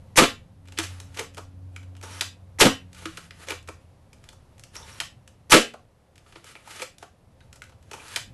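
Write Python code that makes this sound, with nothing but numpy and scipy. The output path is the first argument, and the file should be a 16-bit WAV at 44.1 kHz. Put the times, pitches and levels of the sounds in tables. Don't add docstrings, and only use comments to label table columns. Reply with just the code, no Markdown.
import sys
import numpy as np
from scipy import signal
from scipy.fft import rfft, irfft, next_fast_len
from scipy.io import wavfile
from scipy.ndimage import uniform_filter1d

SR = 44100
rng = np.random.default_rng(int(sys.argv[2]) if len(sys.argv) > 2 else 0)


def to_wav(sig):
    pcm = np.clip(np.atleast_2d(sig), -1, 1) * 32767
    pcm = np.round(pcm).astype(np.int16)
    wavfile.write(sys.argv[1], SR, pcm.T)


def to_linear_factor(level_db):
    exponent = np.asarray(level_db, float) / 20
    return 10 ** exponent


N = 367649
PADDED = next_fast_len(N)
HZ = np.fft.rfftfreq(PADDED, 1 / SR) + 1e-3
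TIME = np.arange(N) / SR

# start_s, level_db
RUMBLE = [(0.0, -48), (0.65, -58), (0.9, -54), (2.111, -54.5), (2.76, -51.5), (2.95, -53), (4.18, -55.5),
          (4.92, -52), (5.11, -52.5), (5.95, -62), (6.731, -58.5), (8.15, -55), (8.34, -48)]
# pitch_hz, level_db (per Hz)
ROAD = [(12, -46), (20, -7), (47, -16.5), (64, -6), (90, -1.5), (329, -24.5), (700, -61.5), (22000, -120)]
# pitch_hz, level_db (per Hz)
HISS = [(90, -8.5), (400, -25), (521, -25), (719, -26), (1530, -37), (7100, -48.5), (12500, -48),
        (22000, -120)]
# pitch_hz, width_hz, level_db
FAN = (530, 16, 4.2)
# start_s, firing_hz, level_db
DRONE = [(0, 92.6, -50.5), (.45, 92, -59), (.75, 91.35, -44.5), (.93, 91.5, -39), (1.241, 92.1, -53),
         (1.661, 91.76, -41.5), (2.16, 92.44, -44.5), (2.42, 92.7, -46), (2.85, 90.9, -47.5),
         (3.25, 84.6, -64), (3.54, 85.6, -48), (3.9, 80.7, -60.5)]
# start_s, end_s, level_db
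SECOND_HARMONIC = [(.1, 2.5, -64.5), (2.8, 3.28, -56.5)]
THIRD_HARMONIC = [(.7, 2.244, -60.5), (2.751, 2.83, -60)]

# pitch_hz, width_hz, level_db
BOOM = [(177, 58, 4), (234, 5.1, 5), (325, 29, 7.5), (399, 68, 8.5), (484, 19, -1.5), (520, 20, 0.5)]
BODY = [(700, 34, 1.5), (935, 170, 2.3), (1146, 41, 1.7), (1350, 230, 2.8)]
SHELL = [(1590, 930, 2.8), (2140, 1500, 0.41), (2450, 150, 0.64), (2910, 450, 0.51)]
EDGE = [(5640, 3600, 0.43), (7730, 290, 0.28)]
# shell_db, boom_db, body_db, edge_db
PART_DB = (-3, 0, -1, 3)

# trigger_s, plunger_home_s, trigger_db, air_rush_db, pocket_whistle_db
SHOTS = [
    (0.1578, 0.1741, -30, -16.5, -31.5),
    (2.587, 2.609, -27.5, -18.5, -11),
    (5.497, 5.519, -32, -18.5, -15),
]
# boom_db, body_db, edge_db (relative), contact_ms
TRIGGER_COLOUR = (-2, -5.5, -11.5, 3.5)
# peak_db, boom_db, body_db, edge_db (relative), contact_ms
CRACK = (-2, -13.5, -7, -6, 1.5)
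# start_s, peak_db, boom_db, body_db (relative)
SLAMS = [(0.176, -3, -6.5, -7.5), (0.1836, 0, -5.5, -6), (0.1911, -6, -6, -9.5), (0.204, -14, 2.5, 3.5),
         (0.221, -14, -1, -3), (0.2352, -9.5, -7, -7.5), (2.6103, -1.5, -4, -18), (2.615, -7, -4.5, -19.5),
         (2.621, -8, -8, -9.5), (2.634, -16.5, 1.5, -11), (2.6522, -8, -1, -9.5), (2.6648, -11, -3.5, -3),
         (5.5200, -0.5, -13, -6), (5.5277, -0.5, -3.5, -1.5), (5.5378, 1, -5.5, -14.5),
         (5.5461, -15, 6.5, -8), (5.5629, -7, 0, -18), (5.578, -19.5, 3.5, -23)]
# pitch_hz, width_hz, level_db
RUSH_WHISTLE = (5900, 520, 5.9)
SEAL_S = (.0015, .006, .008)
POCKET_S = (.002, .009, .005)
# start_s, length_s, from_hz, to_hz, peak_db
EXIT = [
    (.179, 0.029, 947, 1295, -14),
    (2.613, .012, 2403, 3290, -14),
    (5.522, .018, 848, 1710, -8),
]
# start_s, peak_db, width_ms
STRIKE = [
    (.223, -7, 0.82),
    (.2345, -11.5, 0.83),
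    (2.6525, -5, 0.65),
    (5.5792, -8.5, 0.58),
]

# peak_db, pitch_hz, t60_s
THUMP = (-21.5, 120, 0.2)
# start_s, peak_db, pitch_hz, t60_s
TUBE = [(.181, -10.5, 1200, 0.079), (2.632, -13.5, 780, .05), (5.545, -14.5, 350, 0.12),
        (2.651, -12.5, 130, 0.11), (.177, -14, 250, 0.07), (2.611, -12.5, 290, 0.033),
        (5.540, -10, 600, 0.076), (2.8, -44, 560, 0.017)]
# start_s, peak_db, pitch_hz, t60_s
WALL = [(0.221, -14.5, 253.7, 0.099), (0.235, -19, 250, 0.12), (2.6532, -11.5, 266.4, 0.14),
        (2.66, -8, 217, 0.11), (5.548, -7, 245, 0.08), (5.577, -18.5, 217, 0.15)]
# start_s, peak_db, pitch_hz, t60_s
COLUMN = [
    (0.789, -23.5, 329, 0.14),
    (3.057, -28, 325, 0.16),
    (6.359, -45.5, 339, 0.25),
]
# start_s, peak_db, pitch_hz, t60_s
GRIP = [(1.379, -30, 1131, 0.013), (1.764, -32, 2300, .02), (1.764, -40, 1350, 0.018),
        (3.176, -31, 1320, 0.015), (3.686, -26.5, 1290, 0.011), (5.737, -37, 658, 0.013),
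        (5.744, -20.5, 700, 0.0076), (6.675, -34, 830, 0.021), (7.026, -34, 724, 0.024),
        (7.62, -34.5, 1486, 0.023)]
# start_s, peak_db, pitch_hz, t60_s
CATCH = [(0.1584, -24.5, 2010, .02), (2.5864, -28, 1960, .02), (3.688, -30.5, 2330, 0.015),
         (4.7658, -24.5, 5620, 0.01), (6.553, -34, 2200, 0.0083), (6.563, -36, 2350, .02),
         (7.6195, -28.5, 2100, 0.0095)]
# start_s, peak_db, pitch_hz, t60_s
SLEEVE = [(1.194, -31, 2275, 0.03), (1.208, -26.5, 448, 0.061), (3.056, -27, 1270, 0.032),
          (3.506, -24.5, 2317, 0.035), (3.521, -33, 492, 0.11), (6.82, -29, 512, 0.059)]
# start_s, peak_db, pitch_hz, t60_s
CREAKS = [(1.978, -50, 2880, .02), (2.035, -34, 5800, 0.01), (2.056, -39, 5770, .012),
          (2.121, -37, 5770, .015), (2.95, -53, 1400, .09), (2.966, -43, 2400, 0.018),
          (3.438, -40, 1750, .012), (3.483, -31.5, 540, 0.064), (4.827, -44, 930, 0.043),
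          (4.828, -42, 3600, .03), (4.831, -47, 5500, .02), (4.92, -46, 5700, .03),
          (5.004, -29, 1554, 0.032), (6.262, -51, 1220, 0.045), (6.827, -32.5, 1300, 0.033),
          (7.411, -52.5, 1522, 0.071), (7.41, -56, 3780, .04), (7.531, -53, 1390, 0.08),
          (7.938, -38, 842, 0.043), (7.999, -39, 2400, .04), (8.082, -42, 2420, .015),
          (8.108, -42, 3900, .012)]
# start_s, peak_db, lower_hz, upper_hz
SPOTS = [(0.6742, -39, 2468, 7490), (0.6837, -40, 3670, 5360), (0.7223, -34, 2810, 4610),
         (0.7763, -24, 2990, 4690), (0.7876, -11.5, 2863, 4900), (1.0007, -29, 3831, 5980),
         (1.1716, -27, 2070, 6080), (1.192, -16, 2200, 5950), (1.347, -39, 3310, 5210),
         (1.7624, -29, 2425, 7590), (1.9656, -46, 2736, 4500), (2.0122, -40, 2200, 5660),
         (2.2093, -7.5, 3690, 4750), (2.9296, -41, 3730, 5200), (3.055, -23, 2660, 6230),
         (3.172, -29, 2762, 4480), (3.3076, -30, 1862, 5030), (3.486, -18, 2250, 6080),
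         (3.5048, -27, 2322, 4500), (4.1299, -40, 2435, 4620), (4.2886, -30, 3460, 4250),
         (4.6364, -33, 2910, 5790), (5.0018, -13, 3210, 4470), (5.2764, -36.5, 2518, 6750),
         (6.3563, -37, 2124, 4870), (6.4417, -39, 2367, 5730), (6.7073, -35, 2640, 7060),
         (6.796, -30, 2333, 6250), (6.8192, -17, 2420, 7560), (6.983, -35, 3600, 4520),
         (7.405, -46, 2080, 4570), (7.5279, -39, 2403, 7010), (7.9125, -30, 2730, 5790),
         (7.933, -23, 2510, 5870), (8.1603, -9.5, 3750, 4480)]
# pitch_ratio, level_db
PARTNER = (1.08, -6.5)

# start_s, peak_db, low_db, edge_db (relative)
TICKS = [(0.6754, -45, -13, -8.5), (0.6843, -38, -10, -8), (0.7218, -36, -10, -6), (1.0011, -32, -7.5, -2),
         (1.3384, -50, -14, -5), (1.3458, -39, -25, -2), (1.7624, -30, -14.5, -9), (1.9515, -43.5, -8, -13),
         (1.9664, -42, -18, -5.5), (2.0128, -39, -7, -5), (2.9302, -40, -17, -2.5), (3.2414, -51, -10, -10),
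         (3.3079, -28.5, -15, -16), (3.4381, -48, -10, -7), (3.589, -42, -15, -17), (3.627, -50, -15, 1),
         (4.1305, -40.5, -8.5, -3.5), (4.2398, -40.5, -16, -7), (4.2892, -35.5, -13, -5),
         (4.5805, -45, -20, -3), (4.595, -40, -15, -1), (4.6369, -35, -17, -3.5), (5.2764, -37, -15.5, -4),
         (6.1789, -40, -19.5, -6.5), (6.4428, -37.5, -7, -2.5), (6.519, -55, -16, 2.5),
         (6.553, -32.5, -5.5, -20), (6.762, -46, -15, 7), (6.983, -41.5, -25, 0.5),
         (7.4056, -44.5, -9, -15), (7.5283, -36, -17, -5), (7.6196, -30.5, -15, -8.5),
         (7.639, -38, -18, -6)]
# start_s, peak_db,
# low_db, edge_db (relative)
CLACKS = [(0.7718, -33, -17, -20), (0.7754, -23, -22, -14), (0.782, -32, -12, -20), (0.7972, -21, -23, -12),
          (0.8035, -27, -18, -12), (1.1717, -25.5, -21, -10), (1.1862, -25, -6, -12),
          (1.1926, -17.5, -11.5, -8), (3.0556, -21, -14.5, -14), (3.1715, -27.5, -36, -7.5),
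          (3.1772, -36.5, -3.5, -6), (3.485, -23.5, -17, -11.5), (3.5054, -20.5, -10.5, -9),
          (3.5184, -23.5, -4, -18), (3.687, -33.5, 2, -5.5), (6.796, -28, -8.5, -19),
          (6.8201, -27, -4.5, -14), (7.9128, -31.5, -5.5, -7)]
# start_s, peak_db, low_db, edge_db (relative)
BUMPS = [(0.6542, -51, -8, -11), (1.0125, -56, -12, -13), (1.3784, -32, 3.5, -7), (1.8285, -46, -9, -10),
         (2.0262, -45, -8, 0), (2.0356, -38, 0.5, -3), (2.946, -42, -17, -5), (3.6743, -39.5, -9, -5.5),
         (4.3271, -51.5, 5, 0), (4.7534, -33, -8, -6), (5.7365, -40, 6, -9), (6.1555, -48, -16, -7),
         (6.2632, -50, -2, -20), (6.3223, -41, -6, -14), (6.3569, -35, -3.5, -30), (6.6742, -43.5, -9, -5),
         (6.7075, -35, -11, -8), (7.0256, -36, 1.5, -8.5), (7.5567, -45.5, -5, -1), (7.693, -49, -1, -8),
         (7.72, -51.5, 1, -14), (7.825, -54, -19.5, -4), (8.0803, -42, -21, 0)]
# start_s, peak_db, low_db (relative), length_ms
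RATTLE = [(0.8281, -27.5, -13.5, 14.6), (1.1426, -40, -22, 10), (1.160, -38.5, 0.5, 38),
          (1.206, -45, 9.5, 10), (1.369, -36.5, 0, 4.7), (3.0154, -45, -1, 16), (3.469, -38.5, -3, 12),
          (3.494, -29.5, -3.5, 12.6), (6.806, -45, -18, 16), (6.8187, -26.5, -9, 7.6),
          (7.9328, -32.5, -1, 7.7)]
# start_s, peak_db, rebound_db
LATCH = [
    (0.7866, -8.5, -21.5),
    (2.2098, -9.5, -23),
    (5.0015, -13, -24.5),
    (8.1606, -9.5, -24),
]

# start_s, end_s, from_db, to_db, low_db (relative)
SCRAPE = [(0.728, 1.204, -62.5, -63, -4.5), (1.406, 1.43, -73, -71, -6), (1.756, 2.0, -76, -85, -12.5),
          (2.97, 3.262, -62.5, -57.5, -12.5), (3.398, 3.559, -54, -58, -6), (3.82, 3.853, -69, -80, -8.5),
          (4.168, 4.588, -74.5, -79.5, 0), (4.734, 4.753, -70, -53, -8), (6.29, 6.383, -62, -66.5, -12),
          (6.474, 6.518, -62, -64, -13), (6.57, 6.598, -63, -68, -9), (6.679, 6.829, -55.5, -45.5, -9),
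          (7.001, 7.018, -75, -60, -19), (7.426, 7.48, -71.5, -78, 0), (7.831, 7.903, -79, -65, -6)]
# pitch_hz, level_db (per Hz)
SCRAPE_COLOUR = [(710, -32.5), (1200, -0.5), (2930, -4), (5400, -10.5), (10900, -10.5), (12500, -18.5),
                 (16200, -58.5), (22000, -120)]
# pitch_hz, width_hz, level_db
SQUEAK = [(876, 16, 3), (3045, 45, -6.5), (5620, 150, 14)]
# start_s, end_s, jolt_db, glide_db
SLIDE = [
    (2.027, 2.201, -46, -46),
    (4.76, 4.993, -40, -50.5),
    (7.947, 8.157, -51, -48.5),
]
# from_hz, to_hz, level_db
CAVITY = (880, 1030, -6)
# pitch_hz, t60_s, level_db
ROOM = [(144, 0.25, -15), (383, 0.22, -11), (1033, 0.2, -1.5), (2430, 0.29, -8), (5280, 0.23, -2),
        (9700, 0.2, -5)]


def unit(x):
    return x / np.sqrt(np.mean(x ** 2))


def band(lo_hz, hi_hz):
    s = 1j * HZ
    return (s / (s + lo_hz)) ** 2 * (hi_hz / (s + hi_hz)) ** 2 / (1 + (lo_hz / hi_hz))


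def ringing(modes):
    return 1 + sum(to_linear_factor(db) * 1j * HZ * w / (f * f - HZ ** 2 + 1j * HZ * w) for f, w, db in modes)


def colour(points):
    f, db = np.transpose(points)
    return to_linear_factor(np.interp(np.log(HZ), np.log(f), db))


def shaped(x, response):
    return irfft(rfft(x, PADDED) * response, PADDED)[:N]


def steep(lo_hz, hi_hz, modes):
    edges = signal.butter(3, (lo_hz, hi_hz), "band", fs=SR, output="sos")
    part = signal.sosfreqz(edges, HZ, fs=SR)[1] * ringing(modes)
    return part / np.sqrt(np.mean(np.abs(part) ** 2))


def walk(rate_hz):
    hold = int(SR / rate_hz)
    steps = np.repeat(rng.standard_normal(N // hold + 1), hold)
    return unit(uniform_filter1d(steps, hold)[:N])


def glide(start, length, hz, shape):
    out, u = np.zeros(N), np.linspace(0, 1, int(length * SR))
    first = int(start * SR)
    out[first:first + len(u)] = shape(u) * np.sin(2 * np.pi * np.cumsum(hz(u)) / SR)
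    return out


def traffic():
    hiss_db, street_share = -61.5, .25
    s, db = np.transpose(RUMBLE)
    swell_db = np.interp(TIME, s, db)
    split = 1 / (1 + (HZ / 260) ** 4)
    low = unit(shaped(rng.standard_normal(N), colour(ROAD) * np.sqrt(split)))
    high = unit(shaped(rng.standard_normal(N), colour(HISS) * ringing([FAN]) * np.sqrt(1 - split)))
    low_db = swell_db + 1.5 + 1.5 * walk(5)
    high_db = hiss_db + street_share * (swell_db - db.mean()) + .5 * walk(2.8)
    return low * to_linear_factor(low_db) + high * to_linear_factor(high_db)


def spell(rows):
    fade_s = 0.24
    return sum(to_linear_factor(db) * np.interp(TIME, (a - fade_s, a, b, b + fade_s), (0, 1, 1, 0)) for a, b, db in rows)


def drone():
    s, hz, db = np.transpose(DRONE)
    turn = 2 * np.pi * np.cumsum(np.interp(TIME, s, hz)) / SR
    levels = to_linear_factor(np.interp(TIME, s, db, right=-120)), spell(SECOND_HARMONIC), spell(THIRD_HARMONIC)
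    return sum(np.sqrt(2) * gain * np.sin((k + 1) * turn) for k, gain in enumerate(levels))


def firing():
    blast_ms, blast_edge_db, dulling_db_per_s = 6.88, -9.5, 150.5
    home = np.array([shot[1] for shot in SHOTS])
    rows = [(s, db, *TRIGGER_COLOUR) for s, _, db, _, _ in SHOTS]
    rows += [(s, *CRACK) for s in home]
    for s, db, boom, body in SLAMS:
        age = np.abs(s - home).min()
        rows.append((s, db, boom, body, blast_edge_db - dulling_db_per_s * age, blast_ms))
    return rows


def pipe(blows):
    size = 4096
    force, t = np.zeros((4, N + size)), np.arange(size) / SR
    grit = rng.standard_normal((len(blows), 4, size))
    for (s, db, boom, body, edge, ms), g in zip(blows, grit):
        fade = max(ms, .2) / 1000 + np.array([[0], [.003], [.001], [0]])
        push = g * np.exp(-t / fade) * (1 - np.exp(-t / (0.27 * fade)))
        lines = rfft(push)
        even = irfft(lines / uniform_filter1d(np.abs(lines), size=7) ** .9, size)
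        even *= np.exp(-(t / (6 * fade)) ** 4)
        even *= np.sqrt((push ** 2).sum(1) / (even ** 2).sum(1))[:, None]
        gain = to_linear_factor(db + np.array([0, boom, body, edge]) + PART_DB)[:, None]
        first = int(s * SR)
        force[:, first:first + size] += gain * even
    parts = steep(1400, 4700, SHELL), steep(210, 650, BOOM), steep(580, 1500, BODY), steep(4700, 15000, EDGE)
    return sum(shaped(f[:N], p) for f, p in zip(force, parts))


def rush():
    growth_db, sealed_fade_db = 23.5, 8.5
    air = shaped(rng.standard_normal(N), steep(900, 13000, [RUSH_WHISTLE]))
    swell = np.zeros(N)
    for (start, home, _, db, _), seal in zip(SHOTS, SEAL_S):
        levels = (db - growth_db, db, db - sealed_fade_db)
        swell += to_linear_factor(np.interp(TIME, (start, home - seal, home), levels, -120, -120))
    return swell * air


def modes():
    lower, upper = (-6, .009), (-9, .006)
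    rings = [(shot[1], *THUMP) for shot in SHOTS]
    rings += COLUMN + TUBE + WALL + GRIP + CATCH + SLEEVE + CREAKS
    for s, db, *pair in SPOTS:
        rings += [(s, db + rel, hz, t60) for hz, (rel, t60) in zip(pair, (lower, upper))]
    ratio, partner_db = PARTNER
    out, t = np.zeros(N), np.arange(SR // 3) / SR
    for s, db, hz, t60 in rings:
        tone = np.sin(2 * np.pi * hz * t)
        tone += (hz > 600) * to_linear_factor(partner_db) * np.sin(2 * np.pi * hz * ratio * t)
        ring = to_linear_factor(db - 0.5 - 60 * t / t60) * tone * (1 - np.exp(-t * hz / 0.59))
        first = int(s * SR)
        out[first:first + len(t)] += ring[:N - first]
    return out


def pocket():
    from_hz, to_hz = 850, 5500
    out = np.zeros(N)
    for (_, home, _, _, db), length in zip(SHOTS, POCKET_S):
        out += to_linear_factor(db) * glide(home - length, length, lambda u: from_hz + (to_hz - from_hz) * u ** 3, np.sqrt)
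    return out


def dart_exit():
    out = np.zeros(N)
    for s, length, from_hz, to_hz, db in EXIT:
        pitch = lambda u: from_hz + (to_hz - from_hz) * u
        out += to_linear_factor(db) * glide(s, length, pitch, lambda u: np.sin(np.pi * u))
    return out


def wall_strike():
    out = np.zeros(N)
    for s, db, ms in STRIKE:
        a = ((TIME - s) * 1000 / ms) ** 2
        out -= to_linear_factor(db) * (1 - a) * np.exp(-a / 2)
    return out


def puff():
    level_db, length_ms, late_s = -21.5, 16, 0.0022
    after = [np.maximum(TIME - shot[1] - late_s, 0) * 1000 / length_ms for shot in SHOTS]
    return sum(to_linear_factor(level_db) * np.e * a * (1 - a / 2) * np.exp(-a) for a in after)


def handling():
    hard, firm, soft = (-2.5, 1.66), (3, 3.2), (-2.9, 4.7)
    snap, rebound = (-22, -17.5, -8.5, 2), (-18, -4, -10, 3.5)  # boom, body, edge dB, contact ms
    rattle_edge_db, rebound_s = -7, 0.0074
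    rows = []
    for table, (boom, ms) in ((TICKS, hard), (CLACKS, firm), (BUMPS, soft)):
        rows += [(s, db, low + boom, low, edge, ms) for s, db, low, edge in table]
    rows += [(s, db, low, low, rattle_edge_db, ms) for s, db, low, ms in RATTLE]
    rows += [(s, db, *snap) for s, db, _ in LATCH]
    return rows + [(s + rebound_s, db, *rebound) for s, _, db in LATCH]


def grips():
    attack_s, release_s, fade_db = 0.12, 0.032, 26
    return [[(a - attack_s, from_db - fade_db, low),
             (a, from_db, low),
             (b, to_db, low),
             (b + release_s, to_db - fade_db, low)] for a, b, from_db, to_db, low in SCRAPE]


def rub(moves, squeak, waver_db, lift_db):
    grains = rng.standard_normal((3, N)) * to_linear_factor(3.0 * np.minimum(rng.exponential(size=(3, N)), 3.6))
    high = unit(shaped(grains[0], colour(SCRAPE_COLOUR)))
    low = unit(shaped(grains[1], band(210, 1200) ** 2 * ringing(SQUEAK[:1])))
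    slips = shaped(grains[2], colour(SCRAPE_COLOUR) * (ringing(SQUEAK[1:]) - 1))
    high = high + squeak * unit(slips) * np.maximum(walk(90), 0)
    out = np.zeros(N)
    for move in moves:
        s, db, low_db = np.transpose(move)
        out += to_linear_factor(np.interp(TIME, s, db, -120, -120)) * (high + to_linear_factor(np.interp(TIME, s, low_db)) * low)
    return out * to_linear_factor(lift_db + waver_db * (walk(40) + walk(14)) * .7)


def strokes():
    jolt_s, push_s, push_db = 0.009, 0.036, 3.5
    low_from_db, low_to_db = 0.5, -10
    return [[(a, db, low_from_db),
             (a + jolt_s, jolt_db, low_from_db),
             (a + 2.2 * jolt_s, db, low_from_db),
             (b - 2 * push_s, db, low_to_db),
             (b - push_s, db + push_db, low_to_db),
             (b, db + push_db, low_to_db)] for a, b, jolt_db, db in SLIDE]


def cavity():
    out, (from_hz, to_hz, rel_db) = np.zeros(N), CAVITY
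    for stroke in strokes():
        s, db, _ = np.transpose(stroke)
        ends = s[[0, -1]]
        turn = 2 * np.pi * np.cumsum(np.interp(TIME, ends, (from_hz, to_hz))) / SR
        level_db = rel_db + np.interp(TIME, s, db, -120, -120) - np.interp(TIME, ends, (0, 9))
        out += to_linear_factor(level_db) * np.sin(turn)
    return out * walk(200)


def workshop(x):
    gap_ms, half = 1.6, SR // 2
    tail, t = np.zeros(N), np.maximum(TIME - gap_ms / 1000, 0)
    for f, t60, db in ROOM:
        decay = rng.standard_normal(N) * (t > 0) * to_linear_factor(-60 * t / t60)
        lines = rfft(decay, PADDED) * band(f / 1.5, f * 1.5) ** 2
        near = np.abs(lines)[(HZ > f / 1.3) & (HZ < f * 1.3)]
        tail += to_linear_factor(db) * irfft(lines, PADDED)[:N] * (t > 0) / np.sqrt(np.mean(near ** 2))
    fade = np.cos(np.pi * TIME[:half]) ** 2 * (t[:half] > 0)
    tail = tail[:half] * fade
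    for _ in range(3):
        lines = rfft(tail, SR)
        even = uniform_filter1d(np.abs(lines), size=400) / uniform_filter1d(np.abs(lines), size=30)
        tail = irfft(lines * even ** .7, SR)[:half] * (fade > 0)
    return x + signal.fftconvolve(x, tail * fade)[:N]


def scene():
    outside = traffic() + drone()
    shots = pipe(firing()) + rush() + pocket() + dart_exit() + wall_strike() + puff()
    held = shaped(pipe(handling()), band(262, SR / 2))
    hands = rub(grips(), squeak=0.073, waver_db=3.6, lift_db=2.3)
    pumping = rub(strokes(), squeak=.5 * (TIME < 6.0), waver_db=2.2, lift_db=-2.8) + cavity()
    return (workshop(shots + modes() + held + hands + pumping) + outside)[None]


def band_limit(x):
    return signal.sosfilt(signal.ellip(6, .2, 40, 11850, fs=SR, output="sos"), x)


def top_cut(x):
    return signal.sosfilt(signal.butter(12, 13030, fs=SR, output="sos"), x)


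def record(dry):
    ceiling = .64
    heard = band_limit(dry)
    saturated = heard / (1 + np.abs(heard / ceiling) ** 8) ** (1 / 8)
    return top_cut(band_limit(saturated))


dry = scene()
out = record(dry)
to_wav(out)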